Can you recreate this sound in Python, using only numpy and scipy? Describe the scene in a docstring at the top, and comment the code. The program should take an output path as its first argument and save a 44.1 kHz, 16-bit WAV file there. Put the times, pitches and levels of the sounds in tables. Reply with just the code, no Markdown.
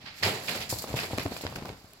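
"""Crinkling, soft thuds and little ticks, close by in a quiet room: kittens chase a wand toy over a couch.
Each flick of the wand crinkles its tuft of foil strips and flutters its feathers.
Paws slap the fabric and set the cushion thudding, claws and the stick tick,
and fur and feet scuff over the upholstery."""
import sys
import numpy as np
from scipy import signal
from scipy.fft import rfft, irfft
from scipy.io import wavfile

SR = 44100
rng = np.random.default_rng(int(sys.argv[2]) if len(sys.argv) > 2 else 0)


def to_wav(s):
    """Save 16-bit WAV."""
    ch = np.atleast_2d(s).T  # columns
    pcm = np.round(np.clip(ch, -1, 1) * 32767)  # PCM
    wavfile.write(sys.argv[1], SR, pcm.astype(np.int16))


N = 88200
T = np.arange(N) / SR
HZ = np.maximum(np.fft.rfftfreq(N, 1 / SR), 1)

# tone of crinkling strips, grit and plucked threads: f/Hz, relative level/dB
CRINKLE_TONE = [(300, -20), (800, -7), (1300, -4), (2300, 3), (3200, -1), (4700, -2), (6000, -16),
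                (7600, -20.5), (9000, -29), (16000, -36)]


def toy():
    """Every flick crinkles the strips, flutters the feathers and makes the foil sizzle."""
    # flicks of the wand: t/s, rise/s, decay/s, crinkle/dB, flutter/dB, sizzle/dB
    flicks = [(0., 0.015, 0.18, -53.5, -75, -63.5), (0.055, 0.0066, 0.054, -39, -80, -87),
              (.12, 0.064, 0.17, -49, -74, -51), (0.223, 0.012, 0.04, -23.5, -30.5, -34),
              (0.246, 0.018, 0.094, -32, -30.5, -36), (.375, 0.11, 0.13, -45, -52.5, -41.5),
              (0.472, 0.017, 0.064, -30.5, -37, -38.5), (0.543, 0.0093, 0.045, -37, -39.5, -42.5),
              (0.598, 0.014, 0.035, -35, -42.5, -42), (0.688, 0.018, 0.035, -40.5, -51.5, -29),
              (0.774, 0.014, 0.03, -47, -68, -36), (0.809, 0.015, 0.036, -44.5, -46.5, -41),
              (0.869, 0.011, 0.54, -49.5, -48, -46.5), (0.954, 0.016, 0.043, -33, -35, -40),
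              (0.986, 0.018, 0.038, -35, -65, -42), (1.024, 0.012, 0.036, -37.5, -37, -42),
              (1.105, 0.0093, 0.059, -44.5, -47, -47), (1.175, 0.0032, 0.0046, -36.5, -31, -34.5),
              (1.189, 0.0074, 0.029, -33.5, -37, -43.5), (1.221, 0.0045, 0.044, -62, -56, -47),
              (1.3, 0.021, 0.071, -46.5, -45.5, -47), (1.36, 0.0068, 0.03, -46, -63, -43.5),
              (1.406, 0.0091, 0.024, -47, -52, -43), (1.425, 0.0077, 0.077, -46.5, -52, -55),
              (1.553, 0.0061, 0.014, -45, -37, -42.5), (1.645, 0.012, 0.037, -50, -41.5, -52.5)]
    # tones of the feathers and the foil: f/Hz, relative level/dB
    flutter_tone = [(50, -29), (95, 3), (200, -1), (310, -4.5), (430, 1.5), (550, -3.5), (680, -1.5),
                    (1000, -6.5), (1800, -19.5), (5000, -36.5)]
    sizzle_tone = [(1500, -75), (3400, -2), (4400, 9.5), (5800, 1.5), (7400, 9), (8800, -2), (10000, -0.5),
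                   (11500, 6.5), (13500, -0.5), (16000, -2.5)]
    # where the tuft swings: t/s, left minus right/dB
    swing = [(.63, -1.4), (.705, 1), (1.2, -1)]
    power = sum(np.outer(undb(dbs), swell(t, rise, decay)) ** 2 for t, rise, decay, *dbs in flicks)
    crinkle, flutter, sizzle = np.sqrt(power)
    strips = colour(crinkle * crackle(per_second=3000, spread_db=1, smooth=0.65), CRINKLE_TONE)
    strips += colour(sizzle * crackle(per_second=1500, spread_db=5.5, smooth=1.18), sizzle_tone)
    feathers = colour(flutter * crackle(per_second=1200, spread_db=3, smooth=0.96), flutter_tone)
    return (clumps(strips) + feathers) * pan(np.interp(T, *np.array(swing).T))


def clumps(strips, band_hz=824, step_s=0.009, flicker_db=2):
    """Strips touch in quick uneven bunches, each at its own pitch, so every band flickers on its own."""
    spectrum, out = rfft(strips), 0
    for hz in np.arange(0, SR / 2, band_hz):
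        band = irfft(spectrum * np.maximum(1 - abs(HZ - hz) / band_hz, 0), N)
        wander = np.interp(T, np.arange(N) * step_s, rng.standard_normal(N))
        gain = undb(flicker_db * np.clip(wander, -2, 2))
        out = out + band * gain / np.sqrt(np.mean(gain ** 2))
    return out


def foil_snaps():
    """Now and then one strip buckles with a crisp, thin click."""
    # single strips snapping: t/s, relative level/dB
    snaps = [(.402, -32), (.822, -15.5), (1.1842, -17.5), (1.232, -21), (1.526, -31), (1.656, -33),
             (1.684, -28), (1.911, -46), (1.935, -31)]
    loudness = sum(undb(db) * swell(t, rise=0.0001, decay=0.00047) for t, db in snaps)
    bursts = loudness * rng.standard_normal((2, N))
    return signal.lfilter(*signal.butter(1, 2760, "high", fs=SR), bursts) / 2


def paws(cushion_rise_s=0.0026, usual_hz=109):
    """Each paw slaps the fabric, makes the cover shiver and gives the cushion a short bounce."""
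    # paw landings: t/s, slap/dB, contact/ms, cushion/dB, cushion pitch/Hz
    landings = [(0.0439, -42.5, 1.0, -54, 230), (0.7274, -20, 0.33, -25, 110),
                (0.8425, -23, 0.26, -56, 131), (0.9419, -18.5, 0.42, -20.5, 121),
                (1.1111, -28, 0.27, -41, 118), (1.1339, -22, 0.4, -25, 100.5),
                (1.1846, -22.5, 0.48, -26, 255), (1.186, -38, 0.5, -27, 452),
                (1.2558, -27.5, 0.67, -29.5, 93), (1.2583, -25.5, 0.73, -20.5, 277),
                (1.2665, -38, 2.5, -33, 109), (1.3152, -31.5, 0.8, -29.5, 233),
                (1.3203, -30, 0.52, -46, 109), (1.4383, -27.5, 0.54, -51, 274),
                (1.4519, -23, 0.39, -29.5, 86), (1.526, -29, 0.25, -44, 147), (1.579, -44, 1.9, -35.5, 118),
                (1.6236, -30.5, 0.74, -36, 85), (1.6521, -29, 0.26, -38, 140), (1.658, -32, 0.15, -36, 137),
                (1.7008, -31, 0.47, -37.5, 143), (1.845, -41.5, 0.94, -46, 90)]
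    shiver = signal.lfilter(*signal.butter(2, [303, 910], "band", fs=SR), rng.standard_normal(N))
    shiver *= undb(-12.5) / shiver.std()
    out = 0
    for t, slap_db, contact_ms, cushion_db, hz in landings:
        cover = slap(t, contact_ms, rebound=1.17) + shiver * swell(t, rise=0.0011, decay=0.0059)
        give = 1 - np.exp(-np.maximum(T - t, 0) / cushion_rise_s)
        bounce = ring(t, hz, fade_s=0.083 * np.sqrt(usual_hz / hz))  # higher bounces die sooner
        out = out + undb(slap_db) * cover + undb(cushion_db) * give * bounce
    return out * pan(db=2)


def ticks(lag_s=0.00025):
    """Claws and the stick make hard little hits, each a snap, a brief knock and a spray of grit."""
    # hits: t/s, snap/dB, contact/ms, grit/dB, knock/dB, knock pitch/Hz
    hits = [(0.2331, -29.5, 0.16, -19.5, -17.5, 1940), (0.9898, -24, 0.15, -25, -26, 2570),
            (1.034, -27, 0.2, -35.5, -31, 2660), (1.1836, -18.5, 0.086, -23, -26, 1150),
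            (1.2623, -22, 0.25, -30, -61, 880), (1.3656, -29, 0.2, -29, -31, 2420),
            (1.41, -32.5, 0.3, -33.5, -38.5, 3180), (1.4665, -21, 0.13, -26, -47, 1220),
            (1.4736, -38, 0.13, -36, -44, 1680), (1.56, -26, 0.1, -32, -27.5, 1480),
            (1.6919, -29.5, 0.27, -31.5, -44, 1490)]
    ear_delays = np.array([[-lag_s / 2], [lag_s / 2]])  # the snap reaches the left side first
    snaps = knocks = grit = 0
    for t, snap_db, contact_ms, grit_db, knock_db, hz in hits:
        snaps -= undb(snap_db) * slap(t + ear_delays, contact_ms)
        knocks += undb(knock_db) * ring(t, hz, fade_s=0.012)
        grit += undb(grit_db) * swell(t, rise=0.0014, decay=0.00043)
    return (snaps + knocks) * pan(db=2) + colour(grit * rng.standard_normal((2, N)), CRINKLE_TONE)


def scuffs():
    """The weave catches and slips under sliding fur and feet, while claws pluck single threads."""
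    # slides over the couch: t/s, rise/s, fade/s, level/dB
    slides = [(0., 0.0075, 0.15, -54.5), (0.191, 0.032, 0.14, -46), (.51, 0.019, 0.24, -44.5),
              (.73, 0.013, 0.066, -41.5), (0.849, 0.035, 0.15, -38.5), (1.09, 0.017, 0.12, -40.5),
              (1.253, 0.003, 0.12, -42.5), (1.42, 0.037, 0.16, -44), (1.55, 0.013, 0.12, -42),
              (1.64, 0.045, 0.076, -45)]
    # tone of rubbed fabric: f/Hz, relative level/dB
    fabric_tone = [(25, -48), (42, -10), (70, 3.5), (130, 1.5), (200, -2), (400, -9.5), (750, -7.5),
                   (1400, -17), (4000, -22), (16000, -46)]
    power = 0
    for t, rise, fade, db in slides:
        starting = np.clip((T - t) / rise, 0, 1)
        stopping = np.exp(-(np.maximum(T - t - rise, 0) / fade) ** 2)
        power += (undb(db) * starting * stopping) ** 2
    force = np.sqrt(power)
    weave = colour(force * crackle(per_second=700, spread_db=4, smooth=0.72), fabric_tone)
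    threads = colour(force * crackle(per_second=150, spread_db=3, smooth=0), CRINKLE_TONE)
    return weave + undb(-14) * threads


def stick_shudder(start=0.215, hz=100):
    """The wand bends to and fro with the first hard flick, giving a brief low hum."""
    return undb(-35) * swell(start, rise=0.035, decay=0.082) * np.sin(2 * np.pi * hz * (T - start))


def room_echo(sound, fade_s=0.31):
    """The furnished room returns a short echo, dull and thin in the bass."""
    tail = signal.lfilter(*signal.butter(1, [250, 5000], "band", fs=SR), rng.standard_normal((2, N)))
    tail *= swell(0.0018, rise=0.01, decay=fade_s / np.log(1000))
    tail /= np.sqrt(np.sum(tail ** 2, axis=1, keepdims=True))
    return undb(-17) * signal.fftconvolve(sound, tail, axes=1)[:, :N]


def room_hush():
    """The faint, steady noise of the quiet room."""
    # tone of the hush: f/Hz, relative level/dB
    hush_tone = [(25, 2.5), (170, 5.5), (500, -2.5), (1200, -2), (3000, -9.5), (4700, -5), (6500, -17),
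                 (9000, -25), (16000, -34)]
    return undb(-58) * colour(rng.standard_normal((2, N)), hush_tone)


def undb(db):
    """Turn decibels into a gain to multiply by."""
    return 10 ** (np.asarray(db) / 20)


def over_hz(table, column=1):
    """Join the points of one table column into a curve over all pitches."""
    points = np.array(table, float)
    return np.interp(np.log(HZ), np.log(points[:, 0]), points[:, column])


def pan(db):
    """Left and right gains, with the left louder by db."""
    return undb(np.array([[1], [-1]]) * db / 2)


def swell(start, rise, decay):
    """A straight rise, then a fade that falls fast at first; times in seconds."""
    age = T - start
    return np.clip(age / rise, 0, 1) * np.exp(-np.maximum(age - rise, 0) / decay)


def ring(start, hz, fade_s):
    """One struck note that drops 60 dB in fade_s."""
    age = np.maximum(T - start, 0)
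    return np.sin(2 * np.pi * hz * age) * np.exp(-np.log(1000) * age / fade_s)


def slap(t, contact_ms, rebound=1):
    """A brief contact pulls the air, then pushes it; the push is rebound times longer and weaker."""
    progress = (T - t) / (contact_ms / 1000)
    stretch = np.where(progress > 0, rebound, 1)
    progress = progress / stretch
    return progress * np.exp((1 - progress ** 2) / 2) / stretch


def crackle(per_second, spread_db, smooth):
    """Two streams of tiny snaps of uneven size; smooth adds an even rubbing noise."""
    happens = rng.random(N) < per_second / SR
    sizes = undb(spread_db * np.minimum(rng.exponential(size=N), 3))
    snaps = happens * sizes * rng.choice([-1., 1.], (2, N))
    return (snaps / snaps.std() + smooth * rng.standard_normal((2, N))) / np.hypot(1, smooth)


def colour(pair, tone):
    """Give two noise streams a tone and spread them between left and right."""
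    # how the two microphones hear rustle: f/Hz, left minus right/dB, likeness (1 = the same)
    stereo = [(298, 1.2, 0.99), (750, 2, 0.82), (1500, -3, 0), (3310, -2, -.15), (5590, -10.5, 0.14),
              (6850, 1, 0), (13500, 4, 0.03)]
    gain = undb(over_hz(tone))
    cepstrum = irfft(np.log(gain / np.sqrt(np.mean(gain ** 2))), N)
    # fold the filter so that it rings after each snap, never before
    cepstrum[1:N // 2] *= 2
    cepstrum[N // 2 + 1:] = 0
    first, second = rfft(pair) * np.exp(rfft(cepstrum))
    likeness = np.clip(over_hz(stereo, column=2), -1, 1)
    mid = first * np.sqrt((1 + likeness) / 2)
    side = second * np.sqrt((1 - likeness) / 2)
    lean = undb(over_hz(stereo) / 2)
    return irfft(np.array([(mid + side) * lean, (mid - side) / lean]), N)


def scene():
    """Toy and kittens, with their echo, over the hush of the room."""
    play = toy() + foil_snaps() + stick_shudder() + paws() + ticks() + scuffs()
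    return play + room_echo(play) + room_hush()


def record(dry):
    """The recorder cuts the treble above 15800 Hz."""
    return signal.sosfilt(signal.ellip(10, .1, 80, 15800, fs=SR, output="sos"), dry)


dry = scene()
out = record(dry)
to_wav(out)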